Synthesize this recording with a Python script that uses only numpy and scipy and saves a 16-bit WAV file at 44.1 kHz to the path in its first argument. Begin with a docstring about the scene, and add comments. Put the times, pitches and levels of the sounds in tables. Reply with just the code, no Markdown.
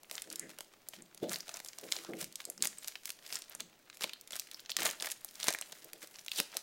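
"""Unwrapping a stack of cards

Two hands peel a cellophane wrapper off a stack of cards, close by in a small room.
Big creases buckle with sharp snaps, and tiny ones crackle more as the film is bent.
The film hisses as it slides over card, and dull bumps and rubs come through the desk.
The room adds a short echo and a faint, steady background noise."""
import sys
import numpy as np
from scipy import signal
from scipy.fft import rfft, irfft
from scipy.io import wavfile
from scipy.ndimage import uniform_filter1d

SR = 44100
rng = np.random.default_rng(int(sys.argv[2]) if len(sys.argv) > 2 else 0)


def unload_wav(signal):
    """Save mono or channel-first audio to the path in sys.argv[1] as 16-bit WAV at rate SR, clipped to [-1, 1]."""
    wavfile.write(
        sys.argv[1],
        SR,
        np.round(np.clip(np.atleast_2d(signal).T, -1, 1) * 32767).astype(np.int16),
    )


N = 291942
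TIME = np.arange(N) / SR

# Big creases that snap: start_s, level_db, pitch_hz, width_ratio (width / pitch), cards_relative_db
SNAPS = [(.033, -51, 7400, 2.1, -6), (0.1127, -36, 5550, 4.7, -12), (.1536, -38.5, 6740, 0.81, -36),
         (0.18, -36, 2030, 1.8, -17), (0.2207, -36, 6060, 2.2, -24), (.302, -40.5, 6300, 1.1, -24),
         (0.3272, -38.5, 7850, 1.1, -35), (0.358, -36, 8500, 2.2, -33), (0.3955, -32, 8300, 0.56, -28),
         (0.494, -49.5, 3470, 4, -6), (0.587, -42, 4900, 3.1, -5), (.607, -39, 4300, 3.4, -10.5),
         (.7374, -56.5, 2300, 4.7, -6), (.887, -36.5, 10200, 1.15, -18), (.9356, -45.5, 2410, 0.7, -4),
         (1.022, -47.5, 7600, 0.5, -15), (1.147, -48.5, 7900, 1.8, -14), (1.1764, -48, 5500, 1.5, -20),
         (1.2944, -36, 6440, 0.94, -22), (1.332, -34.5, 7200, 1.5, -30), (1.3432, -34.5, 4550, .3, -28),
         (1.359, -35, 3780, 1.7, -28), (1.4055, -37, 5400, 0.26, -31), (1.4809, -44.5, 4000, 2, -4),
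         (1.4929, -39, 3970, 2.1, -6), (1.5416, -37.5, 6060, .6, -12), (1.5705, -39.5, 4470, 2.7, -13),
         (1.6016, -41.5, 4300, 3.2, -6.5), (1.6477, -42, 7500, 1.3, -12), (1.661, -44.5, 5300, 2.4, -17),
         (1.6861, -40, 6030, 0.58, -30), (1.786, -40, 5850, 1.9, -11), (1.918, -37.5, 6300, 2.2, -24),
         (1.9223, -24, 4300, 1.4, -26), (1.9654, -35, 4200, 1.1, -10), (2.048, -44.5, 4030, 1.3, -3.5),
         (2.135, -42, 2280, 0.53, -4), (2.2126, -36.5, 6030, 2.5, -9), (2.2267, -41.5, 6000, 2.4, -4),
         (2.2434, -37.5, 7100, 2.1, -26), (2.3254, -48.5, 5800, 1.9, -20), (2.3566, -35, 6840, 1.1, -40),
         (2.4527, -35.5, 7700, 0.93, -35), (2.5, -34, 9900, 0.58, -42), (2.5782, -45.5, 6470, 0.64, -12),
         (2.624, -22, 6900, 0.86, -37), (2.638, -38.5, 5130, 2.7, -22), (2.6483, -32, 8700, 2.1, -16.5),
         (2.6547, -29.5, 4870, 3.6, -11.5), (2.672, -28, 7400, 0.75, -27), (2.785, -40, 8150, 0.21, -53),
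         (2.8449, -41.5, 4300, 2, -10), (2.876, -37, 8300, 1.5, -28), (2.8824, -33.5, 7250, 2.1, -22),
         (2.9554, -38, 2830, 1.4, -16.5), (3.056, -34.5, 6650, 2.2, -25), (3.0927, -39.5, 4860, 3, -13.5),
         (3.1036, -34.5, 6000, 3.1, -40), (3.2644, -44, 3960, 0.79, -37), (3.3259, -34, 3860, 1.8, -18),
         (3.3559, -31.5, 6300, 0.61, -25), (3.4206, -41.5, 5500, 1.3, -18), (3.4967, -44.5, 12400, .4, -15),
         (3.55, -38.5, 7900, 0.67, -11), (3.605, -34, 5350, 1.75, -18), (3.8996, -45.5, 2840, 2, -43),
         (3.9293, -53, 2480, 1.7, -25), (3.9713, -48, 5760, 3.2, -14), (4.0092, -40, 3400, 3.1, -6),
         (4.021, -35, 3840, 0.74, -10), (4.0369, -33, 6000, 1.7, -37), (4.0415, -28, 3280, 0.66, -7),
         (4.0944, -39, 2900, 1.2, -24), (4.134, -37, 3740, .25, -38), (4.2117, -46.5, 10200, 1.1, -24),
         (4.2752, -47, 4900, 2.2, -24), (4.3075, -41.5, 4430, 1.6, -12), (4.3213, -42, 4200, 2.6, -21),
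         (4.3318, -37.5, 3480, 0.13, -11), (4.356, -39, 6300, 2.1, -10.5), (4.364, -36.5, 6260, 2.5, -40),
         (4.397, -31, 7950, 1.8, -43), (4.4033, -46, 5500, 1.6, -21), (4.514, -42, 5040, 2.9, -22),
         (4.545, -39.5, 4900, .3, -21), (4.596, -47, 4350, 0.81, -26), (4.6604, -46, 3450, 1.1, -30),
         (4.695, -36, 2800, 1.8, -14.5), (4.703, -35.5, 4900, .9, -36), (4.7175, -31.5, 3900, 0.52, -41),
         (4.7671, -24, 4270, 2.7, -28), (4.788, -36.5, 2230, 1.6, -7), (4.82, -31.5, 3020, 1.8, -6.5),
         (4.832, -32, 5800, 2.2, -21), (4.8531, -29, 5670, 2.7, -5), (4.8573, -27, 5800, 0.88, -42),
         (4.891, -35.5, 2270, 1, -26), (4.901, -36, 6350, 1.4, -19), (4.9112, -35.5, 5800, 2.5, -26),
         (5.0002, -37.5, 3770, .8, -16), (5.0075, -40.5, 3700, 2.4, -8), (5.024, -33.5, 4930, 3.7, -9.5),
         (5.0461, -37, 1960, 0.69, -8), (5.0586, -35, 6100, 2.2, -22), (5.0697, -37.5, 4900, 3.2, -25),
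         (5.1016, -39, 4500, 1.9, -15), (5.1169, -33, 6700, 1.3, -28), (5.1214, -37.5, 6800, 2.1, -35),
         (5.2467, -35, 12200, 1.2, -16.5), (5.355, -46, 6040, 0.82, -37), (5.4012, -39.5, 6340, 1.5, -19),
         (5.4302, -31.5, 4000, 1.4, -24), (5.4422, -33, 5500, 2.6, -10.5), (5.4696, -35, 5800, 2.7, -11),
         (5.4835, -21.5, 4000, 2.2, -6.5), (5.4894, -36.5, 4900, 3.2, -9), (5.505, -33.5, 5840, 2.5, -5),
         (5.5263, -34.5, 4900, 3, -33), (5.538, -35, 5800, 3.2, -11), (5.5484, -31.5, 1820, 0.35, -12),
         (5.5872, -39.5, 3400, 3.6, -16), (5.6126, -33.5, 8440, 0.7, -13.5),
         (5.623, -39.5, 2900, 0.62, -14), (5.7254, -42, 3150, 2.2, -7), (5.845, -45, 11500, 1.3, -36),
         (5.9329, -40, 5800, 3, -24), (6.158, -47, 4400, 1, -13), (6.1924, -46, 6140, 1, -27),
         (6.2631, -43, 5800, 2.4, -12), (6.2824, -34.5, 3400, 0.64, -33), (6.317, -30.5, 3600, 0.47, -27),
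         (6.386, -35, 4200, 3.2, -18), (6.4011, -23.5, 4700, 2.4, -11.5), (6.569, -27.5, 6850, 2.2, -17.5)]
# Fingers bending the film: peak_s, strength_db, rise_s, fall_s, treble_relative_db, cards_relative_db
BENDS = [(0.136, -55.5, 0.029, 0.07, 7.5, 1.5), (0.312, -54.5, .02, 0.051, 0, -6),
         (0.506, -56.5, 0.0134, 0.027, 2, -2), (.615, -72, 0.0079, .025, 16, -16),
         (.94, -54.5, 0.015, 0.041, -2, -19), (1.233, -50, 0.0068, 0.013, 0.5, 1),
         (1.315, -45, 0.013, 0.041, 7, 1.5), (1.484, -55.5, 0.014, 0.034, 5.5, -3),
         (1.572, -47.5, 0.033, 0.013, -1, -3), (1.669, -58, 0.029, 0.059, 6.5, -7),
         (1.85, -56, 0.1, 0.11, 3, -3.5), (1.935, -51, 0.023, 0.094, 4.5, -4.5),
         (2.213, -46, 0.021, 0.021, 6, -8), (2.399, -51.5, 0.012, 0.035, 0, -5.5),
         (2.634, -39, 0.0086, 0.023, 1.5, -7.5), (2.88, -53.5, 0.11, 0.069, 1.5, -8.5),
         (3.079, -54.5, 0.029, 0.035, 7, -13), (3.349, -44.5, 0.059, 0.038, 1.5, -8),
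         (3.518, -53.5, 0.022, .025, -5, -2.5), (3.601, -50, 0.0052, 0.017, -1, -7),
         (3.95, -63, 0.013, 0.05, 5, -17), (4.015, -39.5, 0.0044, 0.026, 1, -9),
         (4.337, -47.5, .012, 0.061, 1, -10), (4.6, -58.5, 0.14, 0.044, 0.5, -12),
         (4.708, -43, 0.0038, .008, 2, -8), (4.796, -36.5, 0.0063, 0.046, -1, -6),
         (4.863, -38, 0.023, 0.027, 4.5, 3.5), (5.05, -42.5, 0.031, 0.03, 2.5, -0.5),
         (5.11, -47, 0.0059, 0.013, 7.5, -19), (5.3, -61.5, 0.15, 0.12, 4, -14),
         (5.488, -38, 0.055, 0.019, -0.5, -8), (5.7, -57, 0.058, 0.16, 3.5, -4),
         (6.03, -50, .016, .028, 3, -12), (6.19, -60, 0.14, 0.071, 4.5, -5),
         (6.392, -44.5, 0.038, 0.019, 8.5, -6.5), (6.57, -52, 0.063, 0.027, 0, -2.5)]
# The overall tone of the film: frequency_hz, gain_db
FILM_TONE = [(300, -7.5), (1000, -3.5), (1500, 1), (2100, 4), (2700, 2.5), (8000, 2.5), (11000, 1.5),
             (16000, 2)]
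# The ways the stack of cards rings in the hand: pitch_hz, width_hz, gain_db
CARD_MODES = [(202, 170, -9.5), (432, 130, -1.5), (593, 84, 5.5), (721, 230, 3), (1503, 880, -7.5)]
# Film sliding over card: peak_s, level_db, pitch_hz, rise_s, fall_s
SLIDES = [(.425, -55.5, 1840, 0.026, 0.045), (1.232, -53.5, 3400, 0.0063, 0.036),
          (1.962, -54, 3200, 0.013, 0.04), (2.09, -57.5, 1290, 0.078, 0.023),
          (2.207, -52, 2470, 0.021, 0.026), (4.114, -71, 3570, 0.041, 0.035),
          (4.851, -47, 2070, 0.027, 0.029), (5.506, -49, 1950, 0.022, 0.024),
          (6.366, -42, 4400, 0.015, 0.031), (6.388, -33, 3480, 0.0058, 0.01)]
# Bumps and rubs on the desk: peak_s, level_db, pitch_hz, rise_s, fall_s
BUMPS = [(.28, -56, 390, 0.023, 0.032), (.33, -54.5, 302, 0.021, 0.027), (.44, -52, 302, 0.028, 0.062),
         (0.983, -56, 234, 0.011, 0.05), (1.228, -33.5, 407, 0.0032, 0.036), (1.3, -49, 214, 0.049, 0.047),
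         (1.834, -47.5, 400, 0.0047, 0.046), (1.97, -55.5, 408, 0.0087, 0.079),
         (2.093, -40, 400, 0.0026, 0.032), (2.138, -44, 303, 0.023, 0.058),
         (2.227, -52.5, 150, 0.0051, 0.036), (2.478, -50, 477, 0.003, 0.027),
         (2.603, -55.5, 234, 0.024, 0.08), (3.625, -60.5, 223, 0.04, 0.057),
         (4.041, -48, 385, 0.0017, 0.021), (4.808, -49, 313, 0.018, 0.067),
         (5.484, -37, 447, 0.0025, 0.012), (5.858, -56, 485, 0.012, 0.017), (5.94, -57, 443, .006, 0.037),
         (6.035, -51.5, 434, 0.0031, 0.012), (6.402, -40.5, 382, 0.01, 0.0099),
         (6.553, -47.5, 567, 0.0032, 0.012)]
# The low pitches at which the dull bumps ring in the room: pitch_hz, width_hz, gain_db
BUMP_MODES = [(107, 440, -7.5), (171, 64, 6.5), (333.5, 41, 2.5), (430, 34, 7.5), (451, 71, 4),
              (556, 47, 3), (621, 42, 3.5), (780, 210, -1.5)]
# Early echoes from desk, hands and wall: delay_s, gain_db
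ECHOES = [(.0034, -44), (.0058, -21)]
# The room's fading tail, band by band: centre_hz, fade_s (time to drop 60 dB), gain_db
ROOM_TAIL = [(246, 0.58, -28), (653, 0.26, -12.5), (1740, 0.51, -15.5), (5270, 0.35, -12.5),
             (11000, 0.24, -20)]
# The tone of the room's steady noise: frequency_hz, gain_db
BACKGROUND_TONE = [(15, 6), (25, -4.5), (55, -17), (108, -2), (277, 1), (326, 4), (1100, -6), (1520, -10),
                   (1940, -6.5), (6210, -11.5), (10400, -18), (14800, -15), (16000, -8)]


def snaps(cards_db=-1, snap_s=.003):
    """Big creases buckle one by one, and the cards take some of each blow."""
    out = np.zeros(N)
    for start_s, level_db, pitch_hz, width_ratio, cards_relative_db in SNAPS:
        flutter_share = .47 + .004 * (-21 - level_db)  # harder snaps flip more cleanly
        flutter_s = 0.014 * (4750 / pitch_hz) ** 0.22  # smaller, brighter patches stop sooner
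        push, patch = crease(pitch_hz, width_ratio, flutter_share, flutter_s)
        film = unit_energy(shape_tone(patch, FILM_TONE))
        cards = gain(cards_relative_db + cards_db) * unit_energy(ring(push, CARD_MODES))
        # the level counts as if all the energy fell within snap_s
        add(out, start_s, gain(level_db) * np.sqrt(snap_s * SR) * (film + cards))
    return out


def crease(pitch_hz, width_ratio, flutter_share, flutter_s=0.025, click_db=-17, damping_hz=500):
    """A crease flips, then flutters. Returns that push and the patch of film ringing from it."""
    t = np.arange(900) / SR
    flutter_share = np.clip(flutter_share, .03, .95)
    flutter = rng.standard_normal(len(t)) * np.exp(-np.log(1000) * t / flutter_s)
    push = np.sqrt(flutter_share) * unit_energy(flutter)
    push[0] += np.sqrt(1 - flutter_share)  # the flip takes the rest of the energy
    width_hz = width_ratio * pitch_hz + damping_hz  # the fingers damp every ring
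    return push, resonate_twice(push, pitch_hz, width_hz) + gain(click_db) * push


def crackle(rustle_db=-6, film_db=-2, cards_db=-3, split_hz=6000):
    """Tiny creases tick and layers of film brush together, louder as the film is bent."""
    bend_db, treble_relative_db, cards_relative_db = bending()
    ticks = steady(tiny_creases(bend_db), 0.077)
    rustle = gain(rustle_db) * rng.standard_normal(N)
    pushes = ticks + rustle
    film = shape_tone(pushes, FILM_TONE)
    low = signal.sosfilt(signal.butter(3, split_hz, "low", fs=SR, output="sos"), film)
    high = signal.sosfilt(signal.butter(3, split_hz, "high", fs=SR, output="sos"), film)
    wrapper = steady(low, 0.23) + steady(high, 0.045) * gain(treble_relative_db)
    cards = steady(ring(pushes, CARD_MODES), 0.21) * gain(cards_relative_db)
    return (gain(film_db) * wrapper + gain(cards_db) * cards) * gain(bend_db)


def tiny_creases(bend_db, usual_per_s=420, sliding_per_s=4000, tenfold_db=45, scatter_db=9.0):
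    """Tiny creases give way at random, more often the harder the film is bent."""
    # while the film slides, its ticks crowd together into a swish
    sliding = sum(swell(1, peak_s, rise_s, fall_s) for peak_s, _, _, rise_s, fall_s in SLIDES)
    ticks_per_s = usual_per_s * 10 ** ((bend_db - np.median(bend_db)) / tenfold_db)
    ticks_per_s += sliding_per_s * sliding
    patches = [unit_energy(crease(pitch_hz, rng.uniform(1, 2.33), flutter_share=0.49)[1])
               for pitch_hz in np.geomspace(2000, 11000, 120)]
    which = rng.integers(len(patches), size=N)
    strength = gain(scatter_db * rng.standard_normal(N)) * rng.choice([-1, 1], N)
    ticks = np.zeros(N)
    for i in np.flatnonzero(rng.random(N) < ticks_per_s / SR):
        add(ticks, i / SR, strength[i] / np.sqrt(ticks_per_s[i]) * patches[which[i]])
    return ticks


def bending(held_db=-72.5):
    """Bends build up and relax. 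Returns dB of the film, and of treble and cards relative to it."""
    film, treble, cards = np.full((3, N), gain(held_db) ** 2)  # even held film crackles a little
    for peak_s, strength_db, rise_s, fall_s, treble_relative_db, cards_relative_db in BENDS:
        power = swell(gain(strength_db), peak_s, rise_s, fall_s) ** 2
        film += power
        treble += power * gain(treble_relative_db) ** 2
        cards += power * gain(cards_relative_db) ** 2
    return 10 * np.log10([film, treble / film, cards / film])


def slides(width_ratio=.5):
    """Film drags over card in slips so close together that they merge into a short hiss."""
    out = np.zeros(N)
    for peak_s, level_db, pitch_hz, rise_s, fall_s in SLIDES:
        hiss = resonate_twice(rng.standard_normal(N), pitch_hz, width_ratio * pitch_hz)
        out += swell(set_level(hiss, level_db), peak_s, rise_s, fall_s)
    return out


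def bumps(cutoff_hz=950):
    """Soft pushes make dull bumps and rubs, each with its own pitch and loudness."""
    out = np.zeros(N)
    ringing = ring(rng.standard_normal(N), BUMP_MODES)
    rumble = signal.sosfilt(signal.butter(4, cutoff_hz, fs=SR, output="sos"), ringing)
    for peak_s, level_db, pitch_hz, rise_s, fall_s in BUMPS:
        shifted = np.roll(rumble, rng.integers(N))  # so no two bumps are alike
        shake = resonate_twice(shifted, pitch_hz, width_hz=pitch_hz)
        out += gain(level_db) * swell(steady(shake, 0.027), peak_s, rise_s, fall_s)
    return out


def room(sound, build_s=0.0023):
    """Nearby surfaces send back early echoes, then many more blur into a short tail."""
    t = TIME[:SR // 2]
    build_up = 1 - np.exp(-t / build_s)
    response = np.zeros(len(t))
    for centre_hz, fade_s, gain_db in ROOM_TAIL:
        tail = rng.standard_normal(len(t)) * np.exp(-np.log(1000) * t / fade_s) * build_up
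        response += gain(gain_db) * resonate(unit_energy(tail), centre_hz, width_hz=centre_hz)
    for delay_s, gain_db in ECHOES:
        response[int(delay_s * SR)] += gain(gain_db)
    return sound + signal.fftconvolve(sound, response)[:N]


def background(level_db=-66):
    """The faint, steady noise of the room."""
    return set_level(shape_tone(rng.standard_normal(N), BACKGROUND_TONE), level_db)


def gain(db):
    """Turn decibels into a number to multiply by."""
    return 10 ** (np.asarray(db) / 20)


def unit_energy(x):
    """Scale a sound to an energy of one."""
    return x / np.sqrt(np.sum(x ** 2) + 1e-18)


def set_level(x, db):
    """Scale a sound to an average (rms) level."""
    return unit_energy(x) * np.sqrt(len(x)) * gain(db)


def resonate(x, pitch_hz, width_hz):
    """Keep the sound near one pitch; a narrower band rings longer."""
    sharpness = pitch_hz / min(width_hz, .3 * SR)
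    return signal.lfilter(*signal.iirpeak(pitch_hz, sharpness, fs=SR), x)


def resonate_twice(x, pitch_hz, width_hz):
    """Two passes cut far-off pitches more strongly."""
    return resonate(resonate(x, pitch_hz, width_hz), pitch_hz, width_hz)


def ring(x, modes):
    """Ring at several pitches at once, neighbours swinging opposite ways."""
    return sum((-1) ** k * gain(gain_db) * resonate(x, pitch_hz, width_hz)
               for k, (pitch_hz, width_hz, gain_db) in enumerate(modes))


def shape_tone(x, points, size=2048):
    """Turn frequencies up or down along a curve."""
    hz, db = np.transpose(points)
    bins_hz = np.maximum(np.fft.rfftfreq(size, 1 / SR), 1)
    curve_db = np.interp(np.log(bins_hz), np.log(hz), db)
    # fold the filter so that it never rings before the sound arrives
    cepstrum = irfft(np.log(gain(curve_db)))
    cepstrum[1:size // 2] *= 2
    cepstrum[size // 2 + 1:] = 0
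    response = irfft(np.exp(rfft(cepstrum)))
    return signal.fftconvolve(x, response)[:len(x)]


def add(out, start_s, x):
    """Mix in a short sound at a given time."""
    i = int(np.clip(start_s * SR, 0, N - 1))
    out[i:i + len(x)] += x[:N - i]


def swell(x, peak_s, rise_s, fall_s):
    """Grow to a peak, then die away."""
    late_s = TIME - peak_s
    log_gain = np.minimum(late_s / rise_s, -late_s / fall_s)
    return x * np.exp(np.maximum(log_gain, -20))


def steady(x, span_s):
    """Even out loudness changes slower than span_s, keeping the finer grain."""
    power = uniform_filter1d(x ** 2, max(int(span_s * SR), 2))
    return x / np.sqrt(np.abs(power) + np.mean(x ** 2) / 20)


def scene():
    """Wrapper, cards and bumps in the room, over its faint background, in one channel."""
    room_noise = background()
    handling = snaps() + crackle() + slides() + bumps()
    return (room(handling) + room_noise)[None]


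def record(dry):
    """Cut away the highest treble."""
    cutoff_hz = 15900
    return signal.sosfilt(signal.ellip(8, .2, 70, cutoff_hz, fs=SR, output="sos"), dry)


dry = scene()
out = record(dry)
unload_wav(out)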